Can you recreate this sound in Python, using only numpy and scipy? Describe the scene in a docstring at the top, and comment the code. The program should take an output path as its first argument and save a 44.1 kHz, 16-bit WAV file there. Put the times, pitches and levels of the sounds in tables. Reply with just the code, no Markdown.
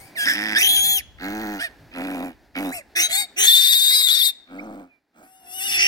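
"""Piglet held under a shed roof

A newborn piglet, held close to a phone's two microphone ports, squeals and grunts in turn.
Each squeal is a high whistle shaken by a second, lower oscillator in the larynx; most open in rasp,
reach a held note and slide away at the end. In the grunts the throat rattles in slow pulses through the snout.
Around it: faint wheezes, soft bumps, handling rumble, the wash of the shed, echoes off hands, chest and roof."""
import sys
import numpy as np
from scipy import signal
from scipy.fft import rfft, irfft, next_fast_len
from scipy.io import wavfile
from scipy.ndimage import map_coordinates

SR = 44100
rng = np.random.default_rng(int(sys.argv[2]) if len(sys.argv) > 2 else 0)


def output_pcm(signal):
    """Save a mono or channel-first signal as 16-bit PCM at the path in sys.argv[1].

    Samples are clipped to [-1, 1] before scaling.
    """
    pcm = np.clip(np.atleast_2d(signal).T, -1, 1) * 32767
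    wavfile.write(sys.argv[1], SR, np.round(pcm).astype(np.int16))


N = 258867
T = np.arange(N) / SR  # s

# Mouth shapes of the cries; only the shape within a register counts. Each row: frequency in Hz, gain in dB.
WHINE_MOUTH = [(200, -49), (800, 2.5), (1150, -6.5), (1700, 4.5), (2800, -0.5), (4200, -12.5), (5200, -7),
               (7000, -20.5), (8800, -7.5), (11500, -18.5), (16000, -16.5)]
SQUEAL_MOUTH = [(200, -17), (400, -10), (800, -13), (1150, -29.5), (1800, 9.5), (2600, 1), (3400, -4),
                (4600, -12), (5700, -13), (6700, -15), (8100, -31), (9400, -11.5), (10800, -10.5),
                (11800, -23.5), (13600, -7.5), (16000, -31)]
DOUBLE_MOUTH = [(200, -1), (800, -6.5), (1150, -7), (2200, 9), (3200, -19.5), (3900, -11.5), (5100, -11.5),
                (6300, -10.5), (7500, -4.5), (8500, -1), (9800, -11), (12000, -7.5), (16000, -24)]
SCREAM_MOUTH = [(200, -36), (1000, -26.5), (1300, -10.5), (2200, 2.5), (2900, -12.5), (3600, -6.5),
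                (4700, -13), (5600, -2), (6600, -8.5), (7400, -10), (8700, -3), (9900, -14), (11800, -1.5),
                (14500, -12.5), (16000, -22.5)]
WAIL_MOUTH = [(200, -20), (800, -20.5), (1150, -13.5), (1900, 0), (2700, -16), (3500, -13.5), (4300, -15),
              (5500, -9.5), (7300, -1.5), (9000, 1.5), (11800, 8), (13500, -13.5), (16000, -14)]
BARK_MOUTH = [(200, -13.5), (350, -6.5), (1100, -8.5), (2100, 3), (2600, 4.5), (3100, -28.5), (3600, -0.5),
              (4400, -21.5), (5900, 5.5), (6900, -16.5), (8900, -4.5), (11000, -10), (16000, -12)]
SHRIEK_MOUTH = [(200, -9), (400, 6), (1100, -8.5), (2100, 8.5), (3000, -14), (3700, -10), (5000, -25.5),
                (6200, 9), (7200, -4.5), (8700, 2), (11000, -10), (15500, -5)]
CROAK_MOUTH = [(200, 2), (350, 5), (1100, -2.5), (2000, 18.5), (3700, -9), (5500, 2), (7200, -16.5),
               (11500, -18), (14000, -27)]
YELP_MOUTH = [(200, -6), (800, -6.5), (1150, -8), (2200, 10), (3200, -24), (3900, -2.5), (5100, -13),
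              (6400, 3), (7300, -10), (9200, 2.5), (10500, -12), (12000, -4), (16000, -11)]

# Tract shapes of the grunts, from open to nearly shut. Each row: frequency in Hz, gain in dB.
GROWL_TRACT = [(100, -27), (200, -3.5), (290, 3.5), (450, -16), (800, -7.5), (1200, -14.5), (1800, 9.5),
               (2900, -8), (3500, -7), (4400, -22), (5250, -6), (6500, -28), (9000, -25), (13000, -28.5),
               (16000, -29.5)]
GRUNT_TRACT = [(100, -16), (200, -1.5), (300, 4), (410, -4), (520, -13.5), (680, -6), (850, -5.5),
               (1100, -17.5), (1600, -4.5), (2500, -16), (3100, -24.5), (4400, -26.5), (5200, -34),
               (6300, -32), (9000, -44.5), (15500, -31)]
SNORT_TRACT = [(100, -23), (190, -9.5), (280, 1.5), (450, -14.5), (700, -7.5), (1100, -18.5), (1500, -17),
               (2500, -17.5), (3100, -27.5), (4400, -40), (6000, -39.5), (8500, -40), (11000, -38),
               (15500, -37.5)]
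MUTTER_TRACT = [(100, -15.5), (190, -4.5), (280, 4.5), (430, -10.5), (650, -3.5), (1050, -18.5),
                (1350, -12.5), (1800, -29), (2300, -25), (3000, -39.5), (6000, -56), (8500, -49.5),
                (12000, -73), (15000, -50)]

# Edges in Hz between the low, middle and high registers of a call.
REGISTER_EDGES = (1200, 5000)

# The cries. Each row: start, length, attack and release in seconds, low tone, whistle and shrill edge in dB
# (before the scene's trim of the cries), whistle swell in dB per second, first, held and last pitch in Hz,
# climb to the held pitch in seconds, lower oscillator in Hz at full effort, grip, doubling, roughness and
# opening rasp (all 0-1), mouth (which also picks the sways, surge and chaos below).
CRIES = [(0.0, 0.2, 0.0011, 0.26, -57, -51.5, -43, 5, 2105, 2330, 2430, 0.059, 801, 0.4, 0.3, 0.54, 0.2, "whine"),
         (0.145, 0.118, 0.052, 0.022, -43, -24.5, -30.5, 37, 2450, 1667, 1510, 0.042, 700, 0.4, 0.15, 0.3, 0, "whine"),
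         (0.257, 0.086, 0.015, 0.038, -32.5, -19.5, -27.5, -42, 1580, 1726, 1422, 0.025, 610, 0.24, 0.2, 0.65, 0.13, "growl"),
         (0.551, 0.044, 0.015, 0.023, -44.5, -12.5, -27.5, 4.5, 1560, 1810, 1829, 0.026, 697, 0.2, 0, 0.13, 0.2, "whine"),
         (0.574, 0.07, 0.011, 0.042, -43.5, -23.5, -22, 0, 1750, 2004, 2093, 0.039, 717, 1, 0.73, 0.5, 0.17, "bark"),
         (0.589, 0.43, .035, 0.052, -43, -20, -20, -12, 2200, 3344, 1420, .06, 781.4, 0.63, 0.29, .22, 0.2, "squeal"),
         (1.583, 0.11, 0.031, 0.057, -38.5, -28.5, -36.5, -35, 1398, 1920, 1340, 0.068, 676, .9, 0.1, 0.42, 0.1, "whine"),
         (2.71, 0.12, 0.023, 0.071, -36.5, -38, -34.5, -1, 1500, 2774, 1290, 0.042, 691, 0.67, 0.05, 0.56, 0.17, "whimper"),
         (2.949, 0.091, 0.023, 0.041, -38.5, -19, -21, 2, 1700, 2170, 2330, 0.064, 690, 0.88, 0.82, 0.77, 0.07, "bark"),
         (2.981, 0.11, 0.031, 0.051, -43.5, -19, -20.5, -19, 2750, 3197, 3145, 0.06, 745, 0.64, 0.2, 0.46, 0, "yelp"),
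         (3.068, 0.2, 0.083, 0.075, -38, -23.5, -20.5, 5, 3180, 3700, 3680, 0.039, 792.5, 0.93, 0, 0.33, .12, "yip"),
         (3.358, 0.12, 0.047, 0.025, -41, -18, -16, 11, 2650, 3137, 3510, 0.07, 795.6, 0.87, 0.4, 0.7, 0.16, "shriek"),
         (3.42, 0.9, 0.029, 0.043, -51, -16.5, -20, -0.5, 3560, 3550, 3544, 0.023, 975, 0.71, 0.47, 0.31, 0.08, "scream"),
         (5.213, 0.58, 0.023, 0.054, -56, -58, -56, 51.5, 2280, 2770, 2750, .07, 755, 0.68, 0, 0.09, 0.14, "wail"),
         (5.391, 0.41, .29, 0.047, -44.5, -33, -26, 82, 2798, 2630, 2630, 0.071, 779.5, 0.63, 0.23, 0.31, 0, "wail"),
         (5.744, 0.17, 0.063, .03, -42.5, -18, -20, -4, 2600, 2730, 2630, .05, 763, 0.86, 0.52, 0.72, 0, "croak")]
# Wavering of the longer cries, in place of the held pitch. Each row: time in seconds, pitch in Hz.
WHISTLE_SWAY = {"squeal": [(.66, 3145), (.69, 3333), (.748, 3395), (.77, 3200), (.82, 3332), (.925, 3364),
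                (.975, 3250), (1.0, 2970), (1.015, 2380)], "yip": [(3.11, 3300), (3.135, 3664),
                (3.156, 3526), (3.18, 3788), (3.24, 3793)], "scream": [(3.46, 3517), (3.466, 3444),
                (3.482, 3673), (3.514, 3434), (3.528, 3660), (3.56, 3497), (3.59, 3693), (3.614, 3577),
                (3.65, 3684), (3.674, 3550), (3.708, 3780), (3.738, 3520), (3.76, 3736), (3.808, 3585),
                (3.816, 3660), (3.912, 3803), (3.932, 3867), (4.006, 3863), (4.026, 3773), (4.056, 3760),
                (4.092, 3500), (4.12, 3780), (4.136, 3799), (4.154, 3555), (4.188, 3747), (4.218, 3440),
                (4.24, 3820), (4.258, 3786), (4.272, 3683), (4.29, 3646)], "wail": [(5.28, 2650),
                (5.378, 2882), (5.498, 2704), (5.59, 2964), (5.61, 2699), (5.67, 2910), (5.696, 2630),
                (5.728, 2811), (5.755, 2592), (5.8, 2812)]}
# Wavering of the lower oscillator at full effort. 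Each row: time in seconds, pitch in Hz.
LOWER_SWAY = {"scream": [(3.46, 878), (3.518, 945), (3.848, 988), (3.984, 1084), (4.112, 941), (4.264, 997),
              (4.3, 900)], "yip": [(3.1, 699.5), (3.2, 833), (3.27, 764)], "whimper": [(2.74, 739),
              (2.82, 620)]}
# The scream bursts out, tires and rallies about its own levels. Each row: time in seconds, whistle and edge in dB.
SURGE = {"scream": [(3.44, -3, 1), (3.457, -9, -0.5), (3.476, 5.5, 4), (3.54, 3.5, 2), (3.6, 2, -0.5),
         (3.7, 2, 1.5), (3.78, 0.5, 0), (3.9, 1, -0.5), (3.96, 1, 0.5), (4.17, 0.5, -5.5),
         (4.26, -0.5, 0.5)]}
# The long cries pass in and out of chaos. Each row: time in seconds, factor on the cry's roughness.
CHAOS = {"squeal": [(.65, 2.2), (.77, 1.8), (.81, .7), (.95, .7), (1.0, 1.3)], "scream": [(3.45, 1.5),
         (3.48, .7), (3.57, .85), (3.63, 1.4), (3.7, 1), (3.79, 1.5), (3.83, 1), (4.0, .85), (4.09, 1.6),
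         (4.2, 1.4), (4.26, 1)]}
# Rasp strengthens the low tone most and the whistle a little, and slightly weakens the shrill edge.
# One row: low tone, whistle and shrill edge in dB per unit of rasp.
RASP_TILT = (14.5, 3, -1.5)
# Growth with effort. One row: exponents (no unit) of low tone, whistle and shrill edge.
CRY_POWERS = (0.56, 0.81, 1.47)

# Soft bumps of handling. Each row: start and length in seconds, centre in Hz, level in dB before the swell and fade.
BUMPS = [(0.0, 0.084, 120, -51), (0.71, 0.29, 185, -48.5), (1.77, .13, 125, -50.5)]
# Handling and shed rumble. Each row: time in seconds, level in dB before a small lift.
RUMBLE = [(0.0, -56), (0.15, -63), (0.96, -52.5), (4.86, -81), (5.12, -94.5), (5.87, -57.5)]
# Wash of the shed. Each row: time in seconds, level in dB about which it wanders.
AMBIENT = [(0, -50.5), (.6, -44.5), (.82, -46.5), (1.1, -59), (1.72, -53.5), (1.92, -54.5), (2.42, -59.5),
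           (3.33, -55), (4.42, -62.5), (4.95, -68.5), (5.06, -76), (5.3, -68), (5.87, -46.5)]
# Colours of rumble and wash. Each row: frequency in Hz, gain in dB.
RUMBLE_COLOUR = [(20, -19), (55, 3), (120, -8), (200, -22.5), (500, -80.5)]
AMBIENT_COLOUR = [(60, -22.5), (180, -6.5), (280, 0.5), (450, -7), (800, -6), (1150, -16), (1700, -9),
                  (3000, -22), (4500, -19.5), (8000, -32), (16000, -31)]

# The grunts. Each row: start, length, attack and release in seconds, roughness (0 to a little over 1),
# snout, throat and air in dB (before the scene's trim of the grunts), throat swell in dB per second,
# throat boost in dB while the mouth is open, top of the smearing in Hz, tract.
GRUNTS = [(0.245, 0.12, 0.006, 0.015, 0.42, -38, -29.5, -31, 0.5, 2, 1000, "growl"),
          (0.332, 0.3, 0.034, 0.099, 0.08, -34, -26.5, -39, 10.5, 0, 1000, "growl"),
          (1.171, 0.47, 0.093, 0.093, 0.07, -30.5, -39, -42.5, 0, 5, 2800, "grunt"),
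          (1.902, 0.46, 0.11, 0.13, .24, -29.5, -40.5, -47.5, -32, -0.5, 2800, "snort"),
          (2.541, .2, 0.044, 0.05, .2, -27, -41, -41, -66, 9.5, 2800, "snort"),
          (4.45, 0.49, .11, 0.19, 0.35, -38, -54, -60, -36, -1, 2800, "mutter"),
          (5.122, 0.21, 0.071, 0.12, 1.16, -52, -62.5, -60.5, -9, 0, 2800, "mutter")]
# Growth with effort. One row: exponents (no unit) of snout, throat and air.
GRUNT_POWERS = (1.44, 0.73, 1.3)
# Pace of the rattle, about which it wanders. Each row: time in seconds, pulses per second.
PACE = [(0.245, 95), (0.33, 103.4), (0.46, 107), (0.53, 107), (1.18, 69.4), (1.22, 94), (1.27, 97.4),
        (1.32, 108.6), (1.42, 108), (1.53, 102.7), (1.62, 86), (1.91, 84), (2.0, 90.6), (2.14, 96),
        (2.19, 84), (2.23, 95), (2.31, 77), (2.54, 86.4), (2.61, 99), (2.74, 85.5), (4.45, 82.5),
        (4.65, 108), (4.9, 85)]
# Snout resonances that hold back each slap. 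Each row: centre in Hz, width in Hz.
SNOUT = [(275, 72), (560, 170), (720, 140), (930, 140), (1240, 130), (1480, 130), (1900, 190), (2450, 160)]

# Thin wheezes from the pinched snout. Each row: start, length and time to the loudest point in seconds,
# first pitch, pitch when loudest and last pitch in Hz, peak level in dB.
WHEEZES = [(2.631, 0.14, .027, 3600, 3540, 4080, -42), (4.487, 0.23, 0.16, 3450, 6360, 3477, -62.5),
           (4.583, 0.025, 0.011, 2027, 2207, 2470, -30.5), (4.871, 0.13, 0.045, 2587, 2410, 2335, -56.5)]

# Delay at the right port. Each row: time in seconds, delay in ms.
LAG = [(0, 0.16), (2.9, 0.18), (3.5, 0.21), (5.87, 0.22)]
# The head turns. Each row: time in seconds, left minus right in dB.
TURN = [(3.0, -0.5), (3.4, -1), (3.6, 1.5), (3.88, 0), (4.15, 4), (4.28, 2), (4.45, 1), (5.3, -2),
        (5.8, -1)]
# Colour difference between the ports. Each row: frequency in Hz, left minus right in dB.
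BALANCE = [(100, -1.5), (900, 0.5), (1700, -5.5), (2400, -5.5), (3300, 2), (4000, 4.5), (5200, 9.5),
           (6500, 1), (8500, 17), (12000, 10.5), (16000, 18.5)]
# Decay of the shed's tail. Each row: frequency in Hz, time to fall 60 dB in seconds.
SHED_DECAY = [(200, 0.32), (2000, 0.64), (6000, 0.5), (15000, 0.041)]


def amp(db):
    """Decibels to gain."""
    return 10 ** (np.asarray(db) / 20)


def unit(x):
    """Scaled to rms 1."""
    return x / np.sqrt(np.mean(x ** 2) + 1e-20)


def along(points, hz):
    """(Hz, value) points read on a log frequency axis."""
    f, v = np.transpose(points)
    return np.interp(np.log(hz + 1), np.log(f + 1), v)


def over_time(rows):
    """(s, value) rows as one value per sample."""
    s, values = np.transpose(rows)
    return np.interp(T, s, values)


def wobble(rate, t=T):
    """A smooth random curve, rate knots a second."""
    knots = rng.standard_normal(int(T[-1] * rate) + 4)
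    return map_coordinates(knots, [t * rate], order=2)


def ease(u):
    """A smooth step from 0 to 1 as u goes from 0 to 1."""
    return np.sin(np.pi / 2 * np.clip(u, 0, 1)) ** 2


def clock(length):
    """Sample times from the start of an event."""
    return np.arange(int(length * SR)) / SR


def push(t, attack, release):
    """Effort 0-1 behind a call: attack, hold, release."""
    return ease(t / attack) * ease((t[-1] - t) / release)


def add(track, start, sound):
    """Mixes a sound into the track at its start time."""
    room = track[max(0, round(start * SR)):][:len(sound)]
    room += sound[:len(room)]


def filtered(x, response):
    """x times a zero-phase response of frequency."""
    size = next_fast_len(N + 8192, True)
    spectrum = rfft(x, size) * response(np.fft.rfftfreq(size, 1 / SR))
    return irfft(spectrum, size)[..., :N]


def cavity(x, shape, size=2048):
    """x rings through a causal, minimum-phase filter with the given (Hz, dB) shape."""
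    gains = amp(along(shape, np.fft.rfftfreq(size, 1 / SR)))
    cepstrum = irfft(np.log(gains))
    # folding the cepstrum onto positive times makes the filter causal
    fold = 1 + np.sign(size / 2 - np.arange(size)) * (np.arange(size) > 0)
    impulse = irfft(np.exp(rfft(cepstrum * fold)))
    return signal.oaconvolve(x, impulse)[:len(x)]


def utter(source, gains, shape, smooth=0.037):
    """The source passes the tract; its low, middle and high registers are levelled, then follow their gains."""
    voice = cavity(source, shape)
    window = np.hanning(int(smooth * SR))  # smooth in s
    weight = signal.fftconvolve(np.ones(len(voice)), window, "same")
    call = np.zeros(len(voice))
    bands = [(REGISTER_EDGES[0], "low"), (REGISTER_EDGES, "band"), (REGISTER_EDGES[1], "high")]
    for (edge, kind), gain in zip(bands, gains):
        part = signal.sosfilt(signal.butter(5, edge, kind, fs=SR, output="sos"), voice)
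        power = signal.fftconvolve(part ** 2, window, "same") / weight
        call += gain * part / np.sqrt(np.abs(power) + 1e-14)
    return call


def larynx(t, pitch, low_hz, rough, grip, doubling, swing=0.55, pinch=0.46, jitter=0.0093,
           low_db=-12, buzz=0.086, count=9):
    """Two coupled oscillators: the lower one bends and pinches the whistle, which grows sidebands."""
    def drift(rate):
        return wobble(rate, t)
    tremor = jitter * (drift(90) + 2 * rough * drift(300))
    high = 2 * np.pi * np.cumsum(pitch * (1 + tremor)) / SR
    low = 2 * np.pi * np.cumsum(low_hz * (1 + 0.061 * rough * drift(250))) / SR
    # forced folds repeat only every second or fourth cycle: lines appear in between
    second = np.exp(.5j * low) * amp(3 * drift(40))
    fourth = .7 * np.exp(.25j * low + 1j * drift(60))
    uneven = doubling * (second + fourth)
    beat = grip * (np.exp(1j * low) + .18 * np.exp(2j * low)) * amp(2.5 * drift(35))
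    shake = beat + uneven
    bend = swing * shake.imag + .4 * rough * drift(1300)  # radians
    opening = (1 + pinch * shake.real) * amp(2.2 * rough * drift(600))
    whistle = np.zeros(len(t))
    for k in range(1, count + 1):
        # each harmonic frays into a band of its own as the voice roughens
        fray = amp(2.5 * drift(45)) + .9 * rough ** 2 * (drift(600) + 1j * drift(600))
        below_limit = k * pitch < .42 * SR
        whistle += (fray * np.exp(1j * k * (high + bend))).real * below_limit
    overtones = np.zeros(len(t))
    for k in range(3, count + 1):
        share = doubling if k % 2 else 1  # odd k lie between the lower oscillator's harmonics
        overtones += amp(6.3 * drift(25)) * np.sin(k * low / 2) * share
    low_tone = np.sin(low) + doubling * np.sin(low / 2) + buzz * overtones
    turbulence = (.03 + .32 * rough ** 2) * rng.standard_normal(len(t))
    breaks = amp(0.5 * rough ** 2 * drift(170))  # a rough voice breaks up in coarse bursts
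    return breaks * opening * (whistle + turbulence) + amp(low_db) * low_tone


def squeals():
    """Each cry moves to a held note, roughens where that note dips, and slides to its last pitch at the end."""
    mouths = {"whine": WHINE_MOUTH, "squeal": SQUEAL_MOUTH, "yelp": YELP_MOUTH, "scream": SCREAM_MOUTH,
              "wail": WAIL_MOUTH, "yip": DOUBLE_MOUTH, "bark": BARK_MOUTH, "shriek": SHRIEK_MOUTH,
              "croak": CROAK_MOUTH, "whimper": DOUBLE_MOUTH, "growl": GROWL_TRACT}
    drop_s, clear_s, bloom_s = 0.091, 0.035, 0.079  # final slide, clearing of rasp, fading of bloom
    out = np.zeros(N)
    for (start, length, attack, release, low_db, whistle_db, edge_db, swell,
         first_hz, held_hz, last_hz, climb, lower_hz, grip, doubling, roughness, opening_rasp, mouth) in CRIES:
        t = clock(length)
        effort = push(t, attack, release)

        def sway(sways, steady):
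            return np.interp(start + t, *np.transpose(sways.get(mouth, [(start, steady)])))
        note = sway(WHISTLE_SWAY, held_hz) * (1 + 0.006 * wobble(30, t))
        pitch = first_hz + (note - first_hz) * ease(t / climb)
        drop = np.clip(1 - (length - t) / drop_s, 0, 1) ** 3.6
        pitch += (last_hz - pitch) * drop
        low_hz = sway(LOWER_SWAY, lower_hz) * (1 - 0.11 * (1 - effort))  # sags without effort

        growth_db = swell * (t - length / 2)
        rasp = opening_rasp * ease((climb - t) / clear_s + .5)
        # a cry roughens as it swells, and flickers
        rough_db = 0.35 * growth_db + 1.44 * wobble(25, t)
        strain = roughness * sway(CHAOS, 1) * (1 + effort) / 2 * amp(rough_db)
        dip = np.maximum(1 - note / held_hz, 0)
        rough = np.minimum(strain + rasp + 0.37 * drop + 3 * dip, .95)

        levels = np.add.outer([low_db, whistle_db, edge_db], 0.6 * wobble(28, t))
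        # the whistle surges as it locks onto its note
        bloom_db = 2 * ease((t - climb) / clear_s + .5) * np.exp(-np.abs(t - climb) / bloom_s)
        levels[1] += growth_db + bloom_db
        if mouth in SURGE:
            times, *surges = np.transpose(SURGE[mouth])
            levels[1:] += [np.interp(start + t, times, surge) for surge in surges]
        gains = [amp(db + tilt * rasp) * effort ** power
                 for db, tilt, power in zip(levels, RASP_TILT, CRY_POWERS)]
        source = larynx(t, pitch, low_hz, rough, grip, doubling + rasp / 2)
        add(out, start, utter(source, gains, mouths[mouth]))
    return out


def bumps():
    """Dull, soft bumps, narrow bands of low noise, swell and fade as the hands shift their hold."""
    out = np.zeros(N)
    for start, length, hz, db in BUMPS:
        t = clock(length)
        murk = ((wobble(70, t) + 1j * wobble(70, t)) * np.exp(2j * np.pi * hz * t)).real
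        add(out, start, amp(db) * unit(murk) * push(t, length / 2, length / 2))
    return out


def background():
    """Low handling rumble and the dull wash of the shed: coloured noise, partly shared by both ports."""
    def wash(colour, apart):
        noise = rng.standard_normal(N) + apart * rng.standard_normal((2, N))
        return unit(filtered(noise, lambda hz: amp(along(colour, hz))))
    rumble_db = over_time(RUMBLE) + 1.5 + 1.6 * wobble(26)
    ambient_db = over_time(AMBIENT) + 1.5 * wobble(20)
    rumble = amp(rumble_db) * wash(RUMBLE_COLOUR, apart=1.0)
    return rumble + amp(ambient_db) * wash(AMBIENT_COLOUR, apart=.3)


def folds(t, rate, rough, puff_s=.002, leak=.25, scatter_s=.001, rebound_share=.5):
    """Slack folds slap shut at the given rate; each slap lets out a puff of air."""
    beats = np.flatnonzero(np.diff(np.floor(np.cumsum(rate) / SR)))
    chance = rng.standard_normal((len(beats), 2)) * rough
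    at = np.clip(beats + scatter_s * SR * chance[:, 0], 0, len(t) - 1).astype(int)
    slaps = np.bincount(at, amp(3 * chance[:, 1]), len(t))
    bursts = slaps * amp(4 * wobble(150, t))
    puffs = signal.lfilter([1], [1, -np.exp(-1 / (puff_s * SR))], bursts) + leak * (.5 + rough)
    # the air is faint under the snout's low resonance and takes over in the treble
    air_shape = [(300, -26), (900, -18), (2000, -10), (5000, 0)]  # (Hz, dB)
    air = cavity(puffs * rng.standard_normal(len(t)), air_shape)
    # the soft tissue flaps once more, 3.6 ms after it has shut
    late_slaps = np.roll(slaps, round(.0036 * SR))
    rebound = rebound_share * cavity(late_slaps, [(500, 0), (2000, -20)])
    return slaps + rebound + (.15 + rough) * air


def snout(x, smear_hz):
    """Allpass resonances below smear_hz: winding passages smear each slap over ms without changing its colour."""
    for hz, width in SNOUT:
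        if hz < smear_hz:
            r = np.exp(-np.pi * width / SR)
            poles = [1, -2 * r * np.cos(2 * np.pi * hz / SR), r * r]
            x = signal.lfilter(poles[::-1], poles, x)
    return x


def grunts():
    """The throat rattles at a changing pace through the snout; its level shifts as the mouth closes."""
    tracts = {"growl": GROWL_TRACT, "grunt": GRUNT_TRACT, "snort": SNORT_TRACT, "mutter": MUTTER_TRACT}
    open_attacks, close_s = 1.17, 0.078  # the mouth's closing is centred on this many attack times
    out = np.zeros(N)
    for (start, length, attack, release, rough, snout_db, throat_db, air_db,
         swell, open_db, smear_hz, tract) in GRUNTS:
        t = clock(length)
        effort = push(t, attack, release)
        pace = np.interp(start + t, *np.transpose(PACE)) * (1 + .02 * wobble(35, t))
        source = snout(folds(t, pace, rough), smear_hz)
        mouth_open = ease((open_attacks * attack - t) / close_s + .5)
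        throat = throat_db + swell * (t - length / 2) + open_db * mouth_open
        gains = [amp(db + 0.6 * wobble(40, t)) * effort ** power
                 for db, power in zip((snout_db, throat, air_db), GRUNT_POWERS)]
        add(out, start, utter(source, gains, tracts[tract]))
    return out


def wheezes():
    """Faint unsteady whistles of air in the snout swell and fade; the pitch bends most where they are loudest."""
    out = np.zeros(N)
    for start, length, attack, first_hz, loud_hz, last_hz, db in WHEEZES:
        t = clock(length)
        flow = np.interp(t, [0, attack, length], [0, 1, 0])
        rest_hz = np.where(t < attack, first_hz, last_hz)
        bent_hz = rest_hz + (loud_hz - rest_hz) * flow ** 2
        hz = bent_hz * (1 + .008 * wobble(500, t))
        add(out, start, amp(db) * flow * np.sin(2 * np.pi * np.cumsum(hz) / SR))
    return out


def ports(x):
    """The snout is nearer the left port: the right one hears it later; their levels shift as the head turns."""
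    late = map_coordinates(x, [np.arange(N) - over_time(LAG) * SR / 1000], order=5)
    gains = amp(over_time(TURN) * np.array([[.5], [-.5]]))
    return np.array([x, late]) * gains / np.sqrt(np.mean(gains ** 2, axis=0))


def hands(x, near_db=-8, near_s=.012, move_s=.25):
    """Quick echoes off hands and chest, thin in the bass; they change every move_s as the piglet struggles."""
    out, age = np.zeros((2, N)), clock(4 * near_s)
    thin = signal.butter(1, 2000, "high", fs=SR, output="sos")
    for middle in np.arange(0, T[-1] + move_s, move_s):
        inside = np.abs(T - middle) < move_s
        # neighbouring pieces crossfade
        piece = x[inside] * np.cos(np.pi / 2 * (T[inside] - middle) / move_s)
        for port in out:
            near = rng.standard_normal(len(age)) * np.exp(-2 * age / near_s) * (age > .001)
            near = signal.sosfilt(thin, near)
            add(port, T[inside][0], signal.fftconvolve(piece, near / np.linalg.norm(near)))
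    return amp(near_db) * out


def shed(x, tail_db=-26):
    """The short tail of the roof: noise that decays at its own speed in each band, different at each port."""
    hz, t, z = signal.stft(rng.standard_normal((2, SR // 2)), SR, nperseg=256)
    decay = amp(-60 * t / along(SHED_DECAY, hz)[:, None])
    tail = signal.istft(z * decay, SR, nperseg=256)[1]
    tail = amp(tail_db) * tail / np.linalg.norm(tail[0])
    return signal.fftconvolve(x[None], tail, axes=1)[:, :N]


def scene():
    """The piglet at two ports, in the shed."""
    piglet = amp(-1.21) * squeals() + amp(0.18) * grunts() + wheezes()

    def shade(hz):
        gains = amp(along(BALANCE, hz) * np.array([[.5], [-.5]]))
        return gains / np.sqrt(np.mean(gains ** 2, axis=0))
    heard = ports(piglet) + hands(piglet) + shed(piglet)
    return filtered(heard, shade) + bumps() + background()


def record(dry, ceiling=1.0, top_hz=16000):
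    """The phone rounds off the loudest peaks and cuts off steeply above its band limit."""
    held = dry / (1 + np.abs(dry / ceiling) ** 6) ** (1 / 6)
    return filtered(held, lambda hz: 1 / np.sqrt(1 + (hz / top_hz) ** 160))


dry = scene()
out = record(dry)
output_pcm(out)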